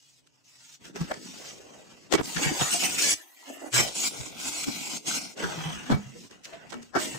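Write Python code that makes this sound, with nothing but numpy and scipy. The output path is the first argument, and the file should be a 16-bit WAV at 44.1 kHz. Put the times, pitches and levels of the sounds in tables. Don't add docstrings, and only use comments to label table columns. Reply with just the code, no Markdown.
import sys
import numpy as np
from scipy import signal
from scipy.io import wavfile

SR = 44100
rng = np.random.default_rng(int(sys.argv[2]) if len(sys.argv) > 2 else 0)


def persist_wave(psi):
    counts = np.round(np.clip(psi, -1, 1) * 32767).astype(np.int16)
    wavfile.write(sys.argv[1], SR, np.atleast_2d(counts).T)


N = 316846
TIME_S = np.arange(N) / SR
LEFT_RIGHT = np.array([[1], [-1]])

# t/s, length/s, crease level/dB, swell over pull/dB, folds re creases/dB
LINER_PULLS = [ (2.235, 0.25, -36, 1.5, 1.5), (2.375, 0.018, -42, 7, 18), (2.42, 0.071, -32, -4, 14),
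               (2.5, 0.13, -32.5, 7.5, 5.5), (2.6, 0.13, -30.5, 1, 5), (2.72, 0.071, -29, -6.5, -15),
               (2.795, 0.058, -24.5, 3.5, -8), (2.86, 0.13, -32, -1, 1), (2.985, 0.14, -24, -0.5, -1),
               (3.17, 0.12, -57.5, -17, 12.5), (3.29, 0.21, -57, 16, 12), (3.48, 0.2, -54.5, 3, 15.5),
               (3.741, 0.062, -22.5, 1, 4.5), (3.82, 0.12, -36.5, -16, 2.5), (3.953, 0.12, -30.5, 6, 0),
               (4.11, 0.17, -43.5, 3.5, 8), (4.29, 0.106, -46.5, 3, 9), (4.395, 0.092, -33, 7.5, 3.5),
               (4.51, 0.13, -34.5, 1.5, 3), (4.66, 0.31, -36.5, 0, 2.5), (4.98, .09, -52.5, 3, 2),
               (5.07, 0.11, -30.5, -0.5, 4.5), (5.21, .12, -45, -12, 4.5), (6.99, 0.084, -34.5, 2.5, 5),
               (7.08, 0.13, -42.5, 0, 8.5)]
LINER_ATTACK_S, LINER_RELEASE_S = 0.074, 0.062


def liner_pulls():
    return strokes(LINER_PULLS, LINER_ATTACK_S, LINER_RELEASE_S)


# f/Hz, level/dB per Hz
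CREASE_SPECTRUM = [(1290, -57), (2200, -7.5), (2370, -7), (3140, -11), (3830, -10.5), (4960, -6),
                   (6410, -3.5), (7440, 3.5), (7880, -17), (8290, 16), (8570, -12), (9780, -15),
                   (11400, -25), (14900, -15), (16000, -31)]
# f/Hz, level/dB per Hz
FOLD_SPECTRUM = [(260, 5.5), (450, -9), (539, -39.5), (673, 9), (1070, -10), (1460, 6), (1590, 0),
                 (2460, -3), (3200, -3), (4160, -37), (7040, -120)]
# f/Hz, level/dB per Hz
RIM_FOLD_SPECTRUM = [(260, 13.5), (450, -26), (700, 1.5), (950, -1.5), (1260, -7.5), (1490, 0), (1740, -30),
                     (2050, -0.5), (3200, -5.5), (4160, -4.5), (7040, -63)]
RIM_FROM_S, RIM_TO_S = 3.92, 5.36


def liner(crinkle, flex):
    on_rim = (TIME_S > RIM_FROM_S) & (TIME_S < RIM_TO_S)
    clumps = flicker(rate=55, depth_db=1.5)
    snaps = grains(per_s=6600, spread_db=0.5) * crinkle * clumps
    creases = colour(snaps, CREASE_SPECTRUM, patchy_db=1.1, rate=25.0, count=22)
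    buckles = grains(per_s=1800, spread_db=-1.5) * flex * clumps
    folds = colour(buckles * ~on_rim, FOLD_SPECTRUM, patchy_db=-1.0, rate=29.0, count=10)
    taut = colour(buckles * on_rim, RIM_FOLD_SPECTRUM, patchy_db=3.0, rate=9, count=18)

    film = from_db(-1.5) * narrow(creases, share=0.58) + from_db(-13.0) * folds
    film = shifting_paths(film, longest_s=.014, fall_db=-2.0, rate=1.4)
    film = shifting_paths(film, longest_s=.003, fall_db=2, rate=5, count=8)
    film = film + from_db(-3.5) * facing_creases(crinkle, on_rim)
    film = film + from_db(-11.5) * taut

    swallowed = band(film, 1620, 1900, order=2, kind="bandstop")
    return np.where(on_rim, swallowed, film) * from_db(0.32 * LEFT_RIGHT)


def facing_creases(crinkle, on_rim):
    bunched = grains(per_s=300, spread_db=2.0)
    spread = grains(per_s=1500, spread_db=1.5)
    facing = np.where(on_rim, spread, bunched) * flicker(rate=60, depth_db=2.5)
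    crisp = band(facing * crinkle, 2200, 8000, order=2)
    crisp = signal.sosfilt(signal.butter(4, 8500, fs=SR, output="sos"), crisp)
    return shifting_paths(crisp, longest_s=.006, fall_db=0, rate=3, count=4)


# t/s, level/dB, rise per factor e/s, t60/s, pitch re film modes
CRUMPLES = [(2.254, -49, .003, 0.065, 0.83), (2.447, -38, .012, 0.078, 1.12),
            (2.656, -31, .003, 0.053, 0.78), (2.737, -21.5, 0.022, 0.095, 0.96),
            (2.828, -33, 0.0032, 0.036, 0.98), (2.846, -77, 0.0079, 0.084, 0.74), (2.93, -53, .003, .07, 1),
            (2.991, -40, 0.0044, 0.088, 0.59), (3.036, -26, 0.011, 0.23, 0.69),
            (3.072, -25.5, .01, 0.093, 0.75), (3.105, -26, 0.0027, 0.094, 1.2),
            (3.778, -21.5, 0.011, 0.17, 0.86), (3.95, -35.5, 0.0029, 0.19, 1.09),
            (4.06, -42.5, 0.032, 0.54, 1.22), (4.46, -42, 0.0074, 0.26, 1.14),
            (5.075, -33, 0.0036, 0.099, 1.1)]
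# f/Hz, width/Hz, level/dB
FILM_MODES = [(1475, 130, -16), (2464, 24, 0), (2950, 17, 0.5), (4170, 35, -14), (4700, 60, -12),
              (5300, 150, -12), (6050, 43, 3), (6670, 14, 4), (7460, 42, -14), (8610, 55, 10)]


def crumples():
    out = np.zeros((2, N))
    snaps = grains(per_s=3700, spread_db=-2.5)
    for s, level_db, rise_s, t60_s, pitch in CRUMPLES:
        near = around(s, before_s=.1, after_s=.3)
        rush = snaps[:, near] * blow(TIME_S[near] - s, rise_s, t60_s)
        out[:, near] += from_db(level_db) * ring(rush, FILM_MODES, pitch)
    return from_db(-10.5) * narrow(out, share=0.48)


# t/s, length/s, hiss level/dB, swell over slide/dB, scrape re hiss/dB
COVER_SLIDES = [ (0.0, 0.19, -60, -2, -17), (0.17, 0.24, -72, 6, 0), (0.445, 0.3, -55, 10.5, -8),
                (0.81, 0.1, -60, -6, 4), (0.845, 0.037, -49.5, -2, 0), (0.96, 0.21, -49, -3.5, 4.5),
                (1.17, 0.33, -46, 8, -4), (1.51, 0.071, -50, -4, -3.5), (1.6, 0.47, -57.5, -3.5, 3),
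                (5.374, 0.052, -42.5, 2.5, 8.5), (5.43, 0.078, -44, -10, 6), (5.48, 0.26, -43, -1, 8.5),
                (5.75, 0.2, -48, -2.5, 7.5), (5.97, 0.17, -56.5, -5, 5), (6.14, 0.12, -52, 3, -4.5),
                (6.31, 0.13, -64, -18, 6), (6.46, 0.087, -56, -6, 6), (6.53, 0.15, -62.5, 0, 12.5),
                (6.7, 0.1, -60.5, -2.5, 10), (6.82, 0.13, -64, -16, -0.5)]
COVER_ATTACK_S, COVER_RELEASE_S = 0.056, 0.11


def cover_slides():
    return strokes(COVER_SLIDES, COVER_ATTACK_S, COVER_RELEASE_S)


# f/Hz, level/dB per Hz
HISS_SPECTRUM = [(1530, -16), (2600, -4.5), (3900, -4), (4770, -2), (5150, 0), (6180, -1), (6970, 7),
                 (7580, -3.5), (8240, -2.5), (10300, -24), (14800, -16.5), (16000, -24)]
# f/Hz, level/dB per Hz
SCRAPE_SPECTRUM = [(240, -59), (400, 0), (776, 14), (849, 17), (904, 11.5), (1210, 10), (1390, -3),
                   (1530, 15.5), (2130, 4.5), (3400, 21.5), (4420, -76), (7480, -120)]
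# f/Hz, width/Hz, level/dB
SHELL_MODES = [(158, 18, 0.5), (1130, 46, -39), (1487, 86, -20), (1974, 53, -0.5), (2190, 33, -22),
               (2760, 17, -8)]


def cover(hiss, scrape):
    slips = flicker(rate=70, depth_db=1.6)
    fine_slips = grains(per_s=12000, spread_db=1.8) * hiss * slips
    fine = colour(fine_slips, HISS_SPECTRUM, patchy_db=1.4, rate=12, count=14)
    friction = grains(per_s=1100, spread_db=2.0) * scrape * slips
    coarse = colour(friction, SCRAPE_SPECTRUM, patchy_db=1.5, rate=16, count=12)
    shell = ring(friction, SHELL_MODES)
    sliding = from_db(-2.0) * narrow(fine, share=1.0) + from_db(-6.0) * coarse
    sliding = shifting_paths(sliding, longest_s=.014, fall_db=4.5, rate=4.45)
    return sliding + from_db(-15.0) * shell


# f/Hz, level/dB per Hz
RUMBLE_SPECTRUM = [(18, -36), (30, -36), (59, -4.5), (96, -13.5), (163, -5), (209, 4.5), (301, 5),
                   (467, -16.5), (536, -16), (600, -5), (780, -26), (1320, -120)]
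TUG_RUMBLE_DB, TUG_FOLLOWS = -23, 0.71
DRAG_RUMBLE_DB, DRAG_FOLLOWS = -23.5, 0.58
CLEAR_FROM_S, CLEAR_TO_S = 3.16, 3.72
GRIP_S = 0.79


def walls(flex, scrape):
    in_bin = (TIME_S < CLEAR_FROM_S) | (TIME_S > CLEAR_TO_S)
    tug = from_db(TUG_RUMBLE_DB) * flex ** TUG_FOLLOWS * in_bin
    drag = from_db(DRAG_RUMBLE_DB) * scrape ** DRAG_FOLLOWS * (TIME_S > GRIP_S)
    shaken = grains(per_s=1200, spread_db=1.5) * np.hypot(tug, drag)
    return colour(shaken, RUMBLE_SPECTRUM, patchy_db=5.5, rate=4.6, count=8)


# t/s, boom level/dB, nominal wall f/Hz, clack level/dB,
# rattle level/dB, crack level/dB, nominal t60/s, right-ear lag/s
KNOCKS = [ (0.96, -28, 397, -42, -38, -44, 0.084, 0.0032),
          (1.013, -13, 164, -42.5, -45, -44, 0.094, -0.0025),
          (1.116, -15.5, 596, -34, -28.5, -48, 0.03, 0.00056),
          (1.14, -45, 603, -55, -39, -45, 0.046, 0.00036),
          (2.131, -12, 311, -20, -20.5, -25.5, 0.071, 0.011),
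          (2.146, -4.5, 361, -19, -17, -26, 0.035, 0.012), (2.189, -34, 300, -31, -22, -63, 0.04, 0.01),
          (2.205, -11.5, 284, -27.5, -31, -57, 0.017, .014),
          (2.37, -18.5, 172, -40.5, -22, -54, 0.088, 0.0086),
          (2.454, -24, 197, -35, -32, -53, 0.034, -0.022), (2.465, -13, 155, -48, -39, -49, 0.13, -0.00017),
          (2.516, -15.5, 308, -45, -35, -49, 0.08, -.006),
          (2.615, -16, 145.5, -27.5, -22.5, -47, 0.084, 0.0057),
          (2.745, -22, 707, -32, -50, -45, 0.19, -0.0023), (2.828, -23, 746, -32.5, -60, -38, 0.27, 0.0057),
          (3.484, -43, 274, -62, -62, -67, 1, -0.0043), (3.621, -40, 750, -58, -66, -65, 0.09, 0.013),
          (3.674, -35, 303, -58, -64, -63, 0.072, -0.002), (3.753, -20.5, 125, -32, -18, -30, 0.19, 0.024),
          (3.791, -20, 126, -27.5, -48, -41, 0.23, 0.004),
          (4.205, -23.5, 121, -49, -47.5, -56, 0.073, .009),
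          (4.681, -14, 274, -42, -60, -57, 0.077, 0.0014), (5.072, -32, 137, -50, -52, -34, 0.088, -0.0041),
          (5.439, -19, 176, -39, -26.5, -47, 0.16, -0.0021), (5.576, -25.5, 159, -43, -50, -56, 0.49, .001),
          (5.659, -19.5, 160, -41, -54, -61, 0.27, .001),
          (5.902, -12.5, 255, -26, -43, -45.5, 0.075, 0.001),
          (5.918, -8.5, 202.6, -25.5, -25.5, -37.5, 0.12, -0.0074),
          (5.935, -7, 154.5, -28, -38, -48, 0.096, 0.017),
          (5.969, -22, 204, -42.5, -47, -62, 0.28, 0.000015),
          (6.062, -30.5, 132, -68, -71, -74, 0.23, 0.0074), (6.16, -35, 483, -66, -75, -66, 0.12, .0004),
          (6.536, -30, 673, -44.5, -43, -64, 0.13, 0.0061),
          (6.736, -33, 278, -33.5, -34.5, -43, 0.028, -0.015),
          (6.756, -28, 238, -46, -70, -73, 0.34, -0.0056),
          (6.962, -13.5, 731, -19, -25, -40, 0.055, 0.0074), (6.969, -18, 347, -48, -31, -49, 0.15, 0.0096),
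          (6.997, -28.5, 626, -37, -46, -31.5, 0.29, 0.011),
          (7.148, -30.5, 135, -38, -44, -50, 0.16, -0.00011)]
# multiple of wall f, level/dB
WALL_MODES = [(0.456, -22), (1.002, 1.5), (1.53, -19.5), (2.06, -18.5)]
BOOM_RISE_S = 0.0077
WAVER = 7.4


def wall_booms():
    booms = np.zeros((2, N))
    for s, level_db, hz, _, _, _, t60_s, lag_s in KNOCKS:
        near = around(s, before_s=.05, after_s=.4)
        t = TIME_S[near] - s
        heard = t + lag_s / 2 * LEFT_RIGHT
        waver = WAVER * np.sqrt(hz / 170 * 0.11 / t60_s)
        for multiple, mode_db in WALL_MODES:
            bend = waver * np.cumsum(rng.standard_normal((2, len(t))), axis=1) / np.sqrt(SR)
            phase = 2 * np.pi * (multiple * hz * heard + rng.random()) + bend
            swell = blow(heard - .003, BOOM_RISE_S, t60_s / multiple)
            booms[:, near] += from_db(level_db + mode_db) * swell * np.sin(phase)
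    return booms


# t/s, level/dB
TICKS = [(0.273, -60.5), (0.855, -47.5), (5.376, -48), (6.312, -50), (6.446, -48), (6.457, -41.5),
         (6.706, -45), (6.713, -55), (6.829, -49)]
TICK_RISE_S, TICK_T60_S = 0.0068, 0.027


def ticks():
    gain = 0
    for s, level_db in TICKS:
        gain = gain + from_db(level_db) * blow(np.clip(TIME_S - s, -.5, .5), TICK_RISE_S, TICK_T60_S)
    return gain


# f/Hz, level/dB per Hz
CLACK_SPECTRUM = [(24, -40), (40, -63), (139, -0.5), (352, 11), (530, -7), (769, 17.5), (1100, -5.5),
                  (1770, -15), (2600, -51), (4420, -43)]
# f/Hz, level/dB per Hz
RATTLE_SPECTRUM = [(1000, -17.5), (1500, 12), (2300, 0), (3200, 1), (4200, -14.5), (6000, -8.5)]
# f/Hz, level/dB, t60/s
TUB_MODES = [(760, -21, 0.074), (1285, -11, 0.15), (1773, -19, 0.12), (1920, -14, 0.09), (2260, -9, 0.13),
             (3160, -35, 0.16)]
CLACK_RISE_S, CRACK_MAX_T60_S = 0.0072, 0.053
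CLACK_RING_SHARE = 0.97
TICK_RATTLE_DB = -3


def knocks():
    force, chatter, edge = np.zeros((3, 2, N))
    for s, _, _, clack_db, rattle_db, crack_db, t60_s, lag_s in KNOCKS:
        near = around(s, before_s=.05, after_s=.4)
        heard = TIME_S[near] - s + lag_s / 2 * LEFT_RIGHT
        burst = blow(heard, CLACK_RISE_S, CLACK_RING_SHARE * t60_s)
        snap = blow(heard, CLACK_RISE_S, np.minimum(CRACK_MAX_T60_S, t60_s))
        force[:, near] = np.hypot(force[:, near], from_db(clack_db) * burst)
        chatter[:, near] = np.hypot(chatter[:, near], from_db(rattle_db) * burst)
        edge[:, near] = np.hypot(edge[:, near], from_db(crack_db) * snap)
    tick = ticks()
    chatter = np.hypot(chatter, from_db(TICK_RATTLE_DB) * tick)
    edge = np.hypot(edge, tick)

    contacts = grains(per_s=2500, spread_db=-3.5)
    clacks = colour(contacts * force, CLACK_SPECTRUM, patchy_db=3.0, rate=9.4, count=12)
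    rattles = colour(contacts * chatter, RATTLE_SPECTRUM, patchy_db=7.5, rate=3.3, count=7)
    cracks = colour(contacts * edge, HISS_SPECTRUM, patchy_db=-1.5, rate=98, count=8)
    tub = sum(from_db(db) * resonate(contacts * force, hz, t60_s) for hz, db, t60_s in TUB_MODES)
    mix = from_db(-7.5) * wall_booms() + from_db(-2.5) * clacks + from_db(-3.0) * rattles
    return mix + from_db(-1.5) * cracks + from_db(-6.0) * tub


SLAP_LOW_HZ, SLAP_HIGH_HZ = 300, 1500
SLAP_DB = 7


def slaps():
    pushes = np.zeros((2, N))
    for s, _, _, clack_db, _, _, _, lag_s in KNOCKS:
        left, right = int((s - lag_s / 2) * SR), int((s + lag_s / 2) * SR)
        pushes[[0, 1], [left, right]] = from_db(clack_db + SLAP_DB)
    heard = band(pushes, SLAP_LOW_HZ, SLAP_HIGH_HZ, order=3)
    return heard * pushes.max() / np.abs(heard).max()


# t/s, length/s, hiss level/dB, swell over turn/dB, scuff re hiss/dB
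ROLL_TURNS = [(3.17, 0.26, -59, -5, -14), (3.485, 0.088, -59, -10, 12.5), (3.62, 0.069, -58.5, -7, 18)]
# f/Hz, level/dB per Hz
PEEL_SPECTRUM = [(7500, -24), (9500, -4), (12000, -5), (16000, -7)]
# f/Hz, level/dB per Hz
SCUFF_SPECTRUM = [(240, -17), (290, 19), (420, -11), (580, 7), (800, -1.5), (1000, -24)]
PEEL_ATTACK_S, PEEL_RELEASE_S = 0.066, 0.095


def roll():
    peel, grip = strokes(ROLL_TURNS, PEEL_ATTACK_S, PEEL_RELEASE_S)
    parting = grains(per_s=10000, spread_db=-1.0) * peel
    rubbing = grains(per_s=830, spread_db=3.5) * grip
    hiss = colour(parting, PEEL_SPECTRUM, patchy_db=5.5, rate=13.0, count=4)
    scuff = colour(rubbing, SCUFF_SPECTRUM, patchy_db=1.0, rate=5.2, count=6)
    return from_db(-2.5) * hiss + from_db(-0.5) * scuff


ROOM_T60_S = 0.11


def room(x, count=8):
    out = np.zeros((2, N))
    lags = (rng.uniform(.014, .045, 2 * count) * SR).astype(int)
    for k, lag in enumerate(lags):
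        ear, sign = k % 2, (-1) ** (k // 2)
        loop = x[ear].copy()
        gain = from_db(-60 * lag / SR / ROOM_T60_S)
        for i in range(lag, N, lag):
            loop[i:i + lag] += gain * loop[i - lag:i][:N - i]
        out[ear] += (loop - x[ear]) * sign
    return out / np.sqrt(count)


# f/Hz, level/dB per Hz
ROOM_TONE_SPECTRUM = [(30, -9), (130, -9), (300, 16), (1000, 6), (6000, -18), (15000, -28)]
ROOM_TONE_DB = -80


def room_tone():
    noise = rng.standard_normal((2, N))
    return from_db(ROOM_TONE_DB) * colour(noise, ROOM_TONE_SPECTRUM, patchy_db=7.0, rate=4.8, count=8)


# f/Hz, width/Hz, level/dB
HUM_MODES = [(129, 21, -73.5), (260, 32, -76.5)]
HUM_UNTIL_S = 3.16


def hum():
    return ring(rng.standard_normal((2, N)), HUM_MODES) * (TIME_S < HUM_UNTIL_S)


def strokes(rows, attack_s, release_s):
    bright, low = 0, 0
    for s, length_s, level_db, swell_db, low_db in rows:
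        t = TIME_S - s
        edges = np.maximum(-t, 0) / attack_s + np.maximum(t - length_s, 0) / release_s
        swell = swell_db * (np.clip(t / length_s, 0, 1) - .5)
        gain = from_db(level_db + swell - 60 * np.minimum(edges, 2))
        bright = bright + gain ** 2
        low = low + (gain * from_db(low_db)) ** 2
    return np.sqrt(bright), np.sqrt(low)


def blow(t, rise_s, t60_s):
    return np.exp(np.minimum(t, 0) / rise_s) * from_db(-60 * np.maximum(t, 0) / t60_s)


def grains(per_s, spread_db):
    sizes = from_db(spread_db * np.minimum(rng.standard_exponential((2, N)), 4))
    struck = rng.random((2, N)) < per_s / SR
    return rms_one(struck * sizes * rng.standard_normal((2, N)))


def colour(drive, spectrum, patchy_db, rate, count):
    lowest_hz, highest_hz = max(spectrum[0][0], 20), min(spectrum[-1][0], SR * .45)
    edges = np.geomspace(lowest_hz, highest_hz, count + 1)
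    out, power = 0, 0
    for k, (low, high) in enumerate(zip(edges, edges[1:])):
        gain = from_db(at_hz(spectrum, np.sqrt(low * high))) * flicker(rate, patchy_db)
        out = out + (-1) ** k * gain * band(drive, low, high, order=2)
        power += np.mean(gain ** 2) * 2 * (high - low) / SR
    return out / np.sqrt(power)


def resonate(drive, hz, t60_s):
    r, w = from_db(-60 / (t60_s * SR)), 2 * np.pi * hz / SR
    scale = np.sqrt((1 - r * r) / 2)
    return signal.lfilter([scale, 0, -scale], [1, -2 * r * np.cos(w), r * r], drive + 1e-18)


def ring(drive, modes, pitch=1):
    out = 0
    for hz, width_hz, db in modes:
        out = out + from_db(db) * resonate(drive, hz * pitch, np.log(1000) / (np.pi * width_hz))
    return out


def shifting_paths(x, longest_s, fall_db, rate, count=22):
    out, power = 0, 1e-9
    reaches = ((np.arange(count) + rng.random(count)) / count) ** 2
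    for reach in reaches:
        weight = drift(rate) * from_db(-fall_db * reach)
        lag = int(reach * longest_s * SR)
        out = out + weight * np.pad(x, ((0, 0), (lag, 0)))[:, :N]
        power = power + weight ** 2
    return out / np.sqrt(power)


def narrow(x, share, low_hz=5500, high_hz=9500):
    side = (x[0] - x[1]) / 2
    direct = band(side, low_hz, high_hz, order=1)
    return x - np.clip(share, 0, 1) * direct * LEFT_RIGHT


def flicker(rate, depth_db):
    return from_db(depth_db * drift(rate))


def drift(rate, size=64):
    r = np.exp(-2 * np.pi * size * rate / SR)
    noise = rng.standard_normal(N // size + 1001)
    slow = signal.lfilter([1], [1, -2 * r, r * r], noise)[1000:]
    return np.repeat(rms_one(slow), size)[:N]


def band(x, low_hz, high_hz, order, kind="band"):
    sos = signal.butter(order, [low_hz, high_hz], kind, fs=SR, output="sos")
    return signal.sosfilt(sos, x + 1e-18)


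def around(s, before_s, after_s):
    return slice(max(int((s - before_s) * SR), 0), int((s + after_s) * SR))


def at_hz(points, hz):
    table = np.array(points)
    return np.interp(np.log(hz), np.log(table[:, 0]), table[:, 1])


def from_db(db):
    return np.exp(np.asarray(db) * (np.log(10) / 20))


def rms_one(x):
    return x / np.sqrt(np.mean(x ** 2) + 1e-20)


def scene():
    crinkle, flex = liner_pulls()
    hiss, scrape = cover_slides()
    handling = liner(crinkle, flex) + crumples() + cover(hiss, scrape) + walls(flex, scrape)
    handling = handling + knocks() + slaps() + roll()
    return handling + from_db(-2.0) * room(handling) + room_tone() + hum()


MIC_PEAK_HZ, MIC_PEAK_T60_S, MIC_PEAK_DB = 7930, 0.03, -19.5
CUTOFF_HZ = 15600


def record(dry):
    picked_up = dry + from_db(MIC_PEAK_DB) * resonate(dry, MIC_PEAK_HZ, MIC_PEAK_T60_S)
    return signal.sosfilt(signal.ellip(12, .2, 80, CUTOFF_HZ, fs=SR, output="sos"), picked_up)


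dry = scene()
out = record(dry)
persist_wave(out)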